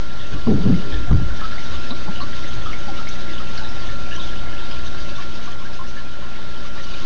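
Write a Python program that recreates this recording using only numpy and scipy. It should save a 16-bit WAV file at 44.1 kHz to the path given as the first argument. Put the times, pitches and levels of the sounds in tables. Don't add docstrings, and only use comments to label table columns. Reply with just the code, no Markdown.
import sys
import numpy as np
from scipy import signal
from scipy.fft import rfft, irfft, next_fast_len
from scipy.io import wavfile
from scipy.ndimage import uniform_filter1d, map_coordinates

SR = 44100
rng = np.random.default_rng(int(sys.argv[2]) if len(sys.argv) > 2 else 0)


def store_wav(level_fs):
    pcm = np.round(np.clip(np.atleast_2d(level_fs), -1, 1) * 32767)
    wavfile.write(sys.argv[1], SR, pcm.T.astype(np.int16))


def natural_amplitude(level_db):
    exponent = np.asarray(level_db, float) / 20
    return 10 ** exponent


N = 310905

# frequency in Hz, density in dB per Hz.
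RUMBLE_SPECTRUM = [(3, -30), (13, -5), (20, -7), (29, 0), (40, -7), (60, -8), (85, -10), (110, -16),
                   (160, -24), (350, -60)]
# start in seconds, rise in seconds, hold in seconds, level in dB.
SWAYS = [
    (.57, 0.38, 0.026, -30.5),
    (1.09, 0.055, 0.11, -21.5),
    (1.3, 0.075, 0.033, -34.5),
    (2.6, 0.26, 0.021, -35.5),
    (2.84, .15, 0.032, -43),
    (3.9, 0.14, 0.028, -37),
    (4.42, 0.25, 0.023, -38.5),
    (4.96, 0.15, 0.027, -38.5),
]

MAINS_HZ = 60.005
# mains order, rms level in dB.
HUM_LINES = [(1, -42), (2, -43), (3, -45), (4, -47), (6, -49), (8, -63), (9, -53.5), (10, -55), (11, -63),
             (14, -61), (17, -61)]
# mains order, rms level in dB, phase swing in radians,
# level swing once a cycle and twice a cycle as shares.
MAGNETIC_WHINE = (23, -40.6, .55, .06, .2)
# frequency in Hz, width in Hz, level in dB.
CASING_MODES = [(216.8, 42.6, -1.5), (285.6, 72.5, -2), (330.6, 52.4, 0.5), (569, 39, -2), (753, 110, -8),
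                (1114, 190, -8), (1500, 200, -9.5)]

# start in seconds, level in dB, decay by 60 dB in seconds.
GRIP_KNOCKS = [
    (.33, -36, .1),
    (.47, -27, .16),
    (.655, -36, .3),
    (1.105, -25, .13),
    (1.906, -33, .11),
    (2.076, -35, .19),
    (2.57, -32, .055),
]
# frequency in Hz, density in dB per Hz.
SHELL_SPECTRUM = [(80, -18), (200, 1), (500, -0.5), (1200, 0), (2000, -29), (5000, -30.5), (8000, -58.5)]

RISE_DB = 23.5
FLUTTER_SAG_HZ_PER_S = 220
# start in seconds, rise in seconds, hold in seconds, level in dB,
# flutter in Hz.
GUSTS = [
    (.325, .02, .03, -26, 140),
    (.6, .02, .025, -21, 180),
    (.765, .01, .035, -25, 190),
    (.83, .03, .06, -33, 140),
    (1.18, .02, .045, -18, 135),
    (1.255, .01, .008, -26, 110),
    (.469, .004, .092, -13, 210),
    (.662, .04, .084, -12, 200),
    (1.106, .003, .05, -10.5, 132),
]
# start in seconds, rise in seconds, hold in seconds, level in dB.
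RASPS = [
    (.325, .02, .015, -37),
    (.478, .01, .04, -21),
    (.57, .03, .02, -33),
    (.645, .03, .03, -32),
    (.79, .1, .17, -39),
    (1.107, .005, .04, -36),
]
# start in seconds, rise in seconds, hold in seconds, level in dB.
THUDS = [
    (.33, .04, .02, -28),
    (.48, .03, .03, -25),
    (.53, .03, .05, -24),
    (.6, .03, .04, -27),
    (.72, .08, .05, -32),
    (1.3, .05, .02, -30),
    (.93, .012, .05, -20),
    (1, .02, .03, -27),
    (1.085, .03, .11, -19),
    (1.72, .03, .06, -30.5),
]
# start in seconds, rise in seconds, hold in seconds, level in dB.
HOOTS = [
    (.345, .02, .03, -35),
    (.485, .015, .09, -23),
    (.665, .03, .01, -25),
    (.725, .03, .02, -23),
    (.87, .08, .2, -36),
    (1.125, .02, .02, -26),
    (1.19, .02, .03, -32),
]

# time in seconds, level in dB.
FLOW = [(0, -42), (.25, -41), (.5, -41.5), (.92, -40.5), (1.13, -44), (1.5, -40.5), (1.85, -40),
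        (2.02, -41), (2.25, -40), (2.9, -41.5), (3.33, -40), (4.02, -41), (4.2, -39.5), (4.6, -41.5),
        (5.1, -40), (5.5, -41.5), (6.7, -41.5), (6.9, -39)]
# frequency in Hz, density in dB per Hz.
WASH_SPECTRUM = [(76, -32), (130, -4.5), (290, -4), (346, -7.5), (433, -8), (571, -7.5), (663, -8),
                 (1200, -14), (1410, -7.5), (1570, -11), (2600, -17.5), (3380, -52.5), (5720, -120)]
# frequency in Hz, density in dB per Hz.
FIZZ_SPECTRUM = [(1290, -16), (2200, -6.5), (2360, -5), (2800, -0.5), (3050, 1), (3690, 0), (4020, 0),
                 (6350, -7.5), (6670, -9.5), (7150, -19.5), (9300, -49), (15700, -120)]
# frequency in Hz, width in Hz, boost in dB.
LID_MODES = [(3170, 170, 2), (3700, 110, 4), (2150, 49, 3.5), (1736, 310, 4.5)]

# start in seconds, frequency in Hz, peak in dB.
DROPLETS = [
    (3.09, 6080, -19.5),
    (3.576, 4650, -15.5),
    (3.576, 6480, -34.5),
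    (1.103, 3400, -26.5),
    (1.104, 1330, -22),
    (5.52, 6080, -26.5),
    (6.839, 5540, -28),
]

# start in seconds, pitch in Hz, peak in dB, pitch rise as a share, life in seconds.
GULPS = [
    (1.908, 195, -27, .95, .05),
    (2.084, 140, -22, 1.1, .05),
    (2.222, 200, -30, .9, .04),
    (2.56, 110, -28, .3, .08),
]
# start in seconds, pitch in Hz, peak in dB, echoing time in seconds.
LARGE_BUBBLES = [(.349, 1140, -35.5, 0.022), (1.414, 1290, -25.5, .03), (1.44, 1290, -25, .012),
                 (1.508, 1350, -30.5, 0.027), (1.548, 1460, -30, .012), (1.912, 1143, -33, 0.013),
                 (2.074, 835, -34, 0.0096), (2.204, 1117, -25.5, 0.027), (2.659, 1268, -25, .042),
                 (2.88, 790, -29, 0.025), (2.988, 1310, -28.5, 0.012), (3.4, 1310, -26.5, .003),
                 (3.613, 855, -34, 0.011), (3.752, 777, -35.5, 0.016), (4.179, 1038, -30.5, 0.014),
                 (5.182, 1120, -30, 0.016), (5.475, 1153, -26, .003), (5.615, 1070, -34, .013),
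                 (5.792, 1065, -26.5, .019), (6.222, 1036, -31, 0.021), (6.642, 1154, -37, .018),
                 (6.771, 1166, -33.5, .02), (6.867, 1120, -35.5, .015)]
# start in seconds, pitch in Hz, peak in dB, echoing time in seconds.
MIDDLE_BUBBLES = [(0.326, 1540, -31, .013), (0.926, 1745, -30.5, 0.044), (1.303, 1460, -32.5, .025),
                  (1.394, 1705, -30.5, 0.03), (1.452, 1560, -29, .004), (1.581, 2125, -26, 0.0064),
                  (2.267, 1500, -33.5, .009), (2.328, 1950, -33, .007), (2.433, 2000, -35, .031),
                  (2.731, 2150, -23.5, .003), (2.937, 2150, -35, .014), (3.071, 2166, -26, 0.0066),
                  (3.281, 2150, -33, 0.018), (3.595, 1520, -33, 0.015), (3.888, 1750, -30.5, .013),
                  (3.893, 2150, -36, 0.0098), (4.117, 1680, -26.5, 0.0066), (4.153, 1670, -31, .008),
                  (5.222, 1776, -32.5, .011), (5.393, 1660, -34.5, 0.015), (5.651, 1580, -30, 0.016),
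                  (5.966, 1695, -28.5, .024), (6.779, 1854, -32, 0.032), (6.939, 2460, -31.5, .008),
                  (.221, 1700, -38, 0.016), (.916, 2280, -38.5, 0.0099), (3.72, 1910, -37.5, 0.018),
                  (4.46, 2100, -34.5, .02), (6.352, 2170, -33, .01)]
# start in seconds, pitch in Hz, peak in dB, echoing time in seconds.
SMALL_BURSTS = [(.195, 3430, -28, 0.054), (.749, 5030, -35, .013), (.92, 3460, -28, 0.029),
                (1.738, 3370, -28.5, .008), (1.737, 3000, -32.5, 0.025), (1.905, 3840, -25, 0.0079),
                (2.154, 2960, -28.5, 0.02), (2.207, 4260, -27, .02), (3.086, 5850, -28.5, .011),
                (3.333, 3530, -29.5, 0.021), (3.379, 3100, -26, 0.0081), (3.577, 4400, -27, .009),
                (3.635, 3830, -29, .054), (3.871, 3550, -28, 0.011), (4.111, 2900, -25.5, .015),
                (4.153, 3120, -28, 0.02), (4.152, 5850, -32.5, .011), (4.196, 3580, -25.5, .045),
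                (4.291, 3165, -30, 0.0077), (4.359, 2920, -31, 0.012), (4.712, 3084, -29.5, 0.036),
                (4.862, 3860, -28.5, 0.013), (5, 4830, -32, .018), (5.153, 3640, -26.5, 0.0077),
                (5.734, 4970, -33.5, 0.019), (6.572, 5060, -37, 0.036), (6.836, 4540, -29.5, 0.013),
                (6.936, 3660, -27, 0.0087), (6.955, 3060, -30, 0.0091), (6.996, 2884, -35, 0.013)]
# start in seconds, pitch in Hz, peak in dB, echoing time in seconds.
FINE_SPRAY = [(.806, 4580, -40, 0.016), (1.87, 5080, -34, 0.018), (1.941, 3860, -34, .01),
              (2.228, 4570, -38, .022), (3.575, 5480, -33.5, .01), (3.689, 5210, -34, .02),
              (3.819, 3320, -31.5, .019), (4.06, 2400, -38, .018), (4.13, 2946, -32, .03),
              (4.225, 3440, -31, 0.028), (6.84, 3700, -34, 0.018), (4.39, 3220, -32.5, .015),
              (4.711, 5220, -32, .007), (5.873, 5830, -35, 0.024), (6.661, 5450, -38, .029),
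              (6.834, 5950, -35.5, .012), (6.867, 5460, -35.5, 0.0088)]
# start in seconds, pitch in Hz, peak in dB, echoing time in seconds.
SINGLE_PLIPS = [(.821, 733, -38, .005), (1.072, 713, -33.5, .005), (1.737, 1155, -33.5, .006),
                (4.621, 943, -36, .006), (5.599, 1100, -34, .005), (.203, 1870, -35.5, .006),
                (.741, 2150, -30, .005), (1.349, 1755, -35, .006), (1.521, 1680, -30, .008),
                (2.109, 1610, -33.5, .006), (2.937, 1610, -35.5, .005), (3.307, 1960, -32, .005),
                (3.578, 1560, -31, .005), (4.526, 1690, -33, .005), (4.872, 1670, -35, .006),
                (4.945, 1560, -32.5, .006), (5.84, 1690, -33.5, .008), (.097, 3200, -35, .006),
                (2.2, 2990, -29, .006), (2.33, 3130, -31, .006), (2.5, 3220, -30.5, .01),
                (2.616, 3340, -32.5, 0.0055), (2.656, 3300, -31.5, .02), (4.585, 3510, -31, .006),
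                (5.322, 3230, -33, .006), (5.524, 3380, -31, .008), (6.055, 3320, -36, .006),
                (6.084, 3580, -35.5, .006), (6.54, 3280, -32.5, .006), (6.706, 3110, -33, .006),
                (6.12, 3050, -34, .02), (6.56, 3050, -33, .02), (6.33, 3000, -35, .01),
                (4.21, 3200, -30, .03)]

# time in seconds, gain in dB.
RECORDER_GAIN = [(0, -1.8), (.27, -1.8), (.4, -.9), (.87, 0), (4.85, 0), (5.4, -1.7), (5.8, -2),
                 (6.2, -3.2), (6.55, -2.1), (7.05, -1.8)]


def unit(x):
    return x / np.sqrt(np.mean(x ** 2) + 1e-20)


def along(points, hz):
    f, v = np.transpose(points)
    return np.interp(np.log(hz + 1), np.log(f + 1), v)


def curve(rows):
    s, value = np.transpose(rows)
    return np.interp(np.arange(N) / SR, s, value)


def wobble(rate):
    knots = rng.standard_normal(int(N * rate / SR) + 4)
    return map_coordinates(knots, [np.arange(N) * rate / SR])


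def swell(rows, fall_db):
    return swells(rows, fall_db).max(axis=0)


def swells(rows, fall_db):
    t = np.arange(N) / SR
    shapes = []
    for s, rise, hold, db, *_ in rows:
        times = [s - 4 * rise, s, s + hold, s + hold + 1]
        shapes.append(np.interp(t, times, [db - 4 * RISE_DB, db, db, db - fall_db]))
    return np.array(shapes)


def filtered(x, response):
    m = next_fast_len(N + SR // 2)
    return irfft(rfft(x, m) * response(np.fft.rfftfreq(m, 1 / SR)), m)[..., :N]


def rush(response, patchy_db):
    z = signal.stft(rng.standard_normal(N), nperseg=512)[2]
    field = uniform_filter1d(rng.standard_normal(z.shape), size=5, axis=0)
    field = uniform_filter1d(field, size=7, axis=1)
    patchy = signal.istft(z * natural_amplitude(patchy_db * unit(field)), nperseg=512)[1][:N]
    return unit(filtered(patchy, response))


def steady(x, share):
    envelope = np.abs(signal.hilbert(x, next_fast_len(N))[:N])
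    return unit(x / envelope ** share)


def plinks(s, hz, gain, t60, rise, size):
    t = np.arange(size) / SR
    s, hz, gain, t60, rise = (np.asarray(c)[:, None] for c in (s, hz, gain, t60, rise))
    phase = 2 * np.pi * hz * (t + rise * t * t / t60)
    wave = gain * np.sin(phase) * natural_amplitude(-60 * t / t60) * (1 - np.exp(-t * hz / 1.2))
    where = (s * SR).astype(int) + np.arange(size)
    return np.bincount(where.ravel(), wave.ravel(), N + SR)[:N]


def tank(x, t60):
    t = np.arange(SR // 5) / SR
    tail = rng.standard_normal(len(t)) * natural_amplitude(-60 * t / t60) * (t > .005)
    return signal.fftconvolve(x, tail / np.linalg.norm(tail))[:N]


def rumble():
    level = natural_amplitude(-35 + 1.2 * wobble(4.8)) + natural_amplitude(swell(SWAYS, fall_db=113.5))
    noise = rush(lambda f: natural_amplitude(along(RUMBLE_SPECTRUM, f)), patchy_db=1.0)
    return level * steady(noise, share=.36)


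def pump():
    turn = 2 * np.pi * MAINS_HZ * np.arange(N) / SR
    lines = 0
    for k, db in HUM_LINES:
        phase = 2 * np.pi * rng.random() + .1 * wobble(3)
        lines = lines + natural_amplitude(db + .6 * wobble(4)) * np.sin(k * turn + phase)
    order, db, swing, once, twice = MAGNETIC_WHINE
    shake = 1 + once * np.cos(turn) + twice * np.cos(2 * turn)
    whine = natural_amplitude(db + .6 * wobble(4)) * shake * np.sin(order * turn + swing * np.sin(turn))

    def casing(f):
        return sum((-1) ** k * natural_amplitude(db) * 1j * f * w / (c * c - f * f + 1j * f * w)
                   for k, (c, w, db) in enumerate(CASING_MODES))

    motor = rush(lambda f: casing(f) ** 2, patchy_db=1.8)
    return np.sqrt(2) * (lines + whine) + natural_amplitude(-42.5) * motor


def knocks():
    t = np.arange(N) / SR
    shape = sum(natural_amplitude(db - 60 * np.maximum(t - s, 0) / t60) * (t > s) for s, db, t60 in GRIP_KNOCKS)
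    shell = rush(lambda f: natural_amplitude(along(SHELL_SPECTRUM, f)), patchy_db=-3.0)
    return shape * unit(natural_amplitude(.81 * wobble(210)) * shell)


def buffet():
    gusts = swells(GUSTS, fall_db=650)
    s, _, hold, _, start_hz = np.transpose(GUSTS)[:, gusts.argmax(axis=0)]
    hz = start_hz - FLUTTER_SAG_HZ_PER_S * np.clip(np.arange(N) / SR - s, 0, hold)
    turn = 2 * np.pi * np.cumsum(hz * (1 + .12 * wobble(80))) / SR
    shedding = unit(np.sin(turn) * natural_amplitude(2.5 * wobble(90)))
    eddies = steady(wobble(200) * np.cos(.8 * turn) + wobble(200) * np.sin(.8 * turn), share=.6)
    flutter = steady(shedding + .95 * eddies, share=.55)

    thud = steady(rush(lambda f: 1 / (1 + ((f - 58) / 24) ** 4), patchy_db=.5), share=.7)
    hoot = steady(rush(lambda f: 1 / (1 + ((f - 295) / 40) ** 2), patchy_db=.1), share=.6)
    tearing = lambda f: 1 / (1 + ((f - 415) / 35) ** 2) + .07 * (f > 260) * (f < 1000)
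    rasp = steady(rush(tearing, patchy_db=.1), share=.4)
    return (natural_amplitude(gusts.max(axis=0)) * flutter
            + natural_amplitude(swell(THUDS, fall_db=263.5)) * thud
            + natural_amplitude(swell(RASPS, fall_db=400.5)) * rasp
            + natural_amplitude(swell(HOOTS, fall_db=349.5)) * hoot)


def swarm(count, centre_hz, spread, cycles, scatter_db):
    draw, size = rng.random((count, 2)), rng.standard_normal(count)
    hz = np.clip(centre_hz * np.exp(spread * size), 700, 6200)
    gain = natural_amplitude(-scatter_db * np.log(draw[:, 1] + .1))
    near = plinks(draw[:, 0] * N / SR, hz, gain, cycles / hz, 0 * hz + .1, size=1000)
    return unit(near + natural_amplitude(4.0) * tank(near, t60=.11))


def stream():
    fizz_db = curve(FLOW)
    wash_db = -40.5 + .15 * (fizz_db - fizz_db.mean()) + .47 * wobble(6.3)
    surge_db = .6 * wobble(14)
    wash = rush(lambda f: natural_amplitude(along(WASH_SPECTRUM, f)), patchy_db=1.27)
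    wash = wash + .5 * swarm(count=800, centre_hz=1416.4, spread=.421, cycles=61, scatter_db=2.0)
    fizz = rush(lambda f: natural_amplitude(along(FIZZ_SPECTRUM, f)), patchy_db=1.0)
    fizz = fizz + .7 * swarm(count=3000, centre_hz=3600, spread=.28, cycles=70, scatter_db=4.5)
    water = natural_amplitude(wash_db + surge_db) * unit(wash)
    water = water + natural_amplitude(fizz_db + surge_db + 1.02 * wobble(30)) * unit(fizz)

    def lid(f):
        return natural_amplitude(sum(db / (1 + (2 * (f - hz) / width) ** 2) for hz, width, db in LID_MODES))

    return filtered(water, lid)


def ticks():
    s, hz, db = np.transpose(DROPLETS)
    near = plinks(s, hz, natural_amplitude(db + 2.5), 16 / hz, 0 * hz, size=600)
    return near + natural_amplitude(-6.5) * tank(near, t60=.05)


def gulps():
    s, hz, db, rise, life = np.transpose(GULPS)
    return plinks(s, hz, natural_amplitude(db + 10), 1.9 * life, rise, size=6000)


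def bubbles():
    rows = np.vstack([LARGE_BUBBLES, MIDDLE_BUBBLES, SMALL_BURSTS, FINE_SPRAY, SINGLE_PLIPS])
    s, hz, db, length = (c[:, None] for c in rows.T)
    draw = rng.standard_normal((len(s), 3, 10))
    echo = np.arange(10)
    repeat = echo > 0
    small = np.clip((hz - 1800) / 1500, 0, 1)
    spacing = .0095 - .005 * small
    delay = (echo + (.08 + .25 * small) * draw[:, 0] * repeat) * spacing
    pitch = hz * (.985 + (.007 + .032 * small) * draw[:, 1])
    past = np.maximum(delay - length, 0)
    gain = natural_amplitude(db + 4 - 3.8 * small - 110 * delay - 1400 * past + 2 * draw[:, 2] * repeat)
    t60 = (48 + 15 * small) / pitch
    start = s + np.abs(delay)
    near = plinks(start.ravel(), pitch.ravel(), gain.ravel(), t60.ravel(), 0 * gain.ravel() + .07, size=1800)
    return near + natural_amplitude(-8.5) * tank(near, t60=.16)


def scene():
    background = rumble() + pump()
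    handling = knocks() + buffet()
    water = stream() + ticks() + gulps() + bubbles()
    return (background + handling + water)[None]


def low_pass(x):
    return signal.sosfilt(signal.butter(12, 7300, fs=SR, output="sos"), x)


def record(dry):
    top_hz, negative_limit, offset = 7260, .33, -.345
    x = np.where(dry < 0, negative_limit * np.tanh(dry / negative_limit), dry)
    x = filtered(x, lambda f: 1 / (1 + (f / top_hz) ** 70))
    mix = natural_amplitude(curve(RECORDER_GAIN)) * (x + offset)
    return low_pass(mix)


dry = scene()
out = record(dry)
store_wav(out)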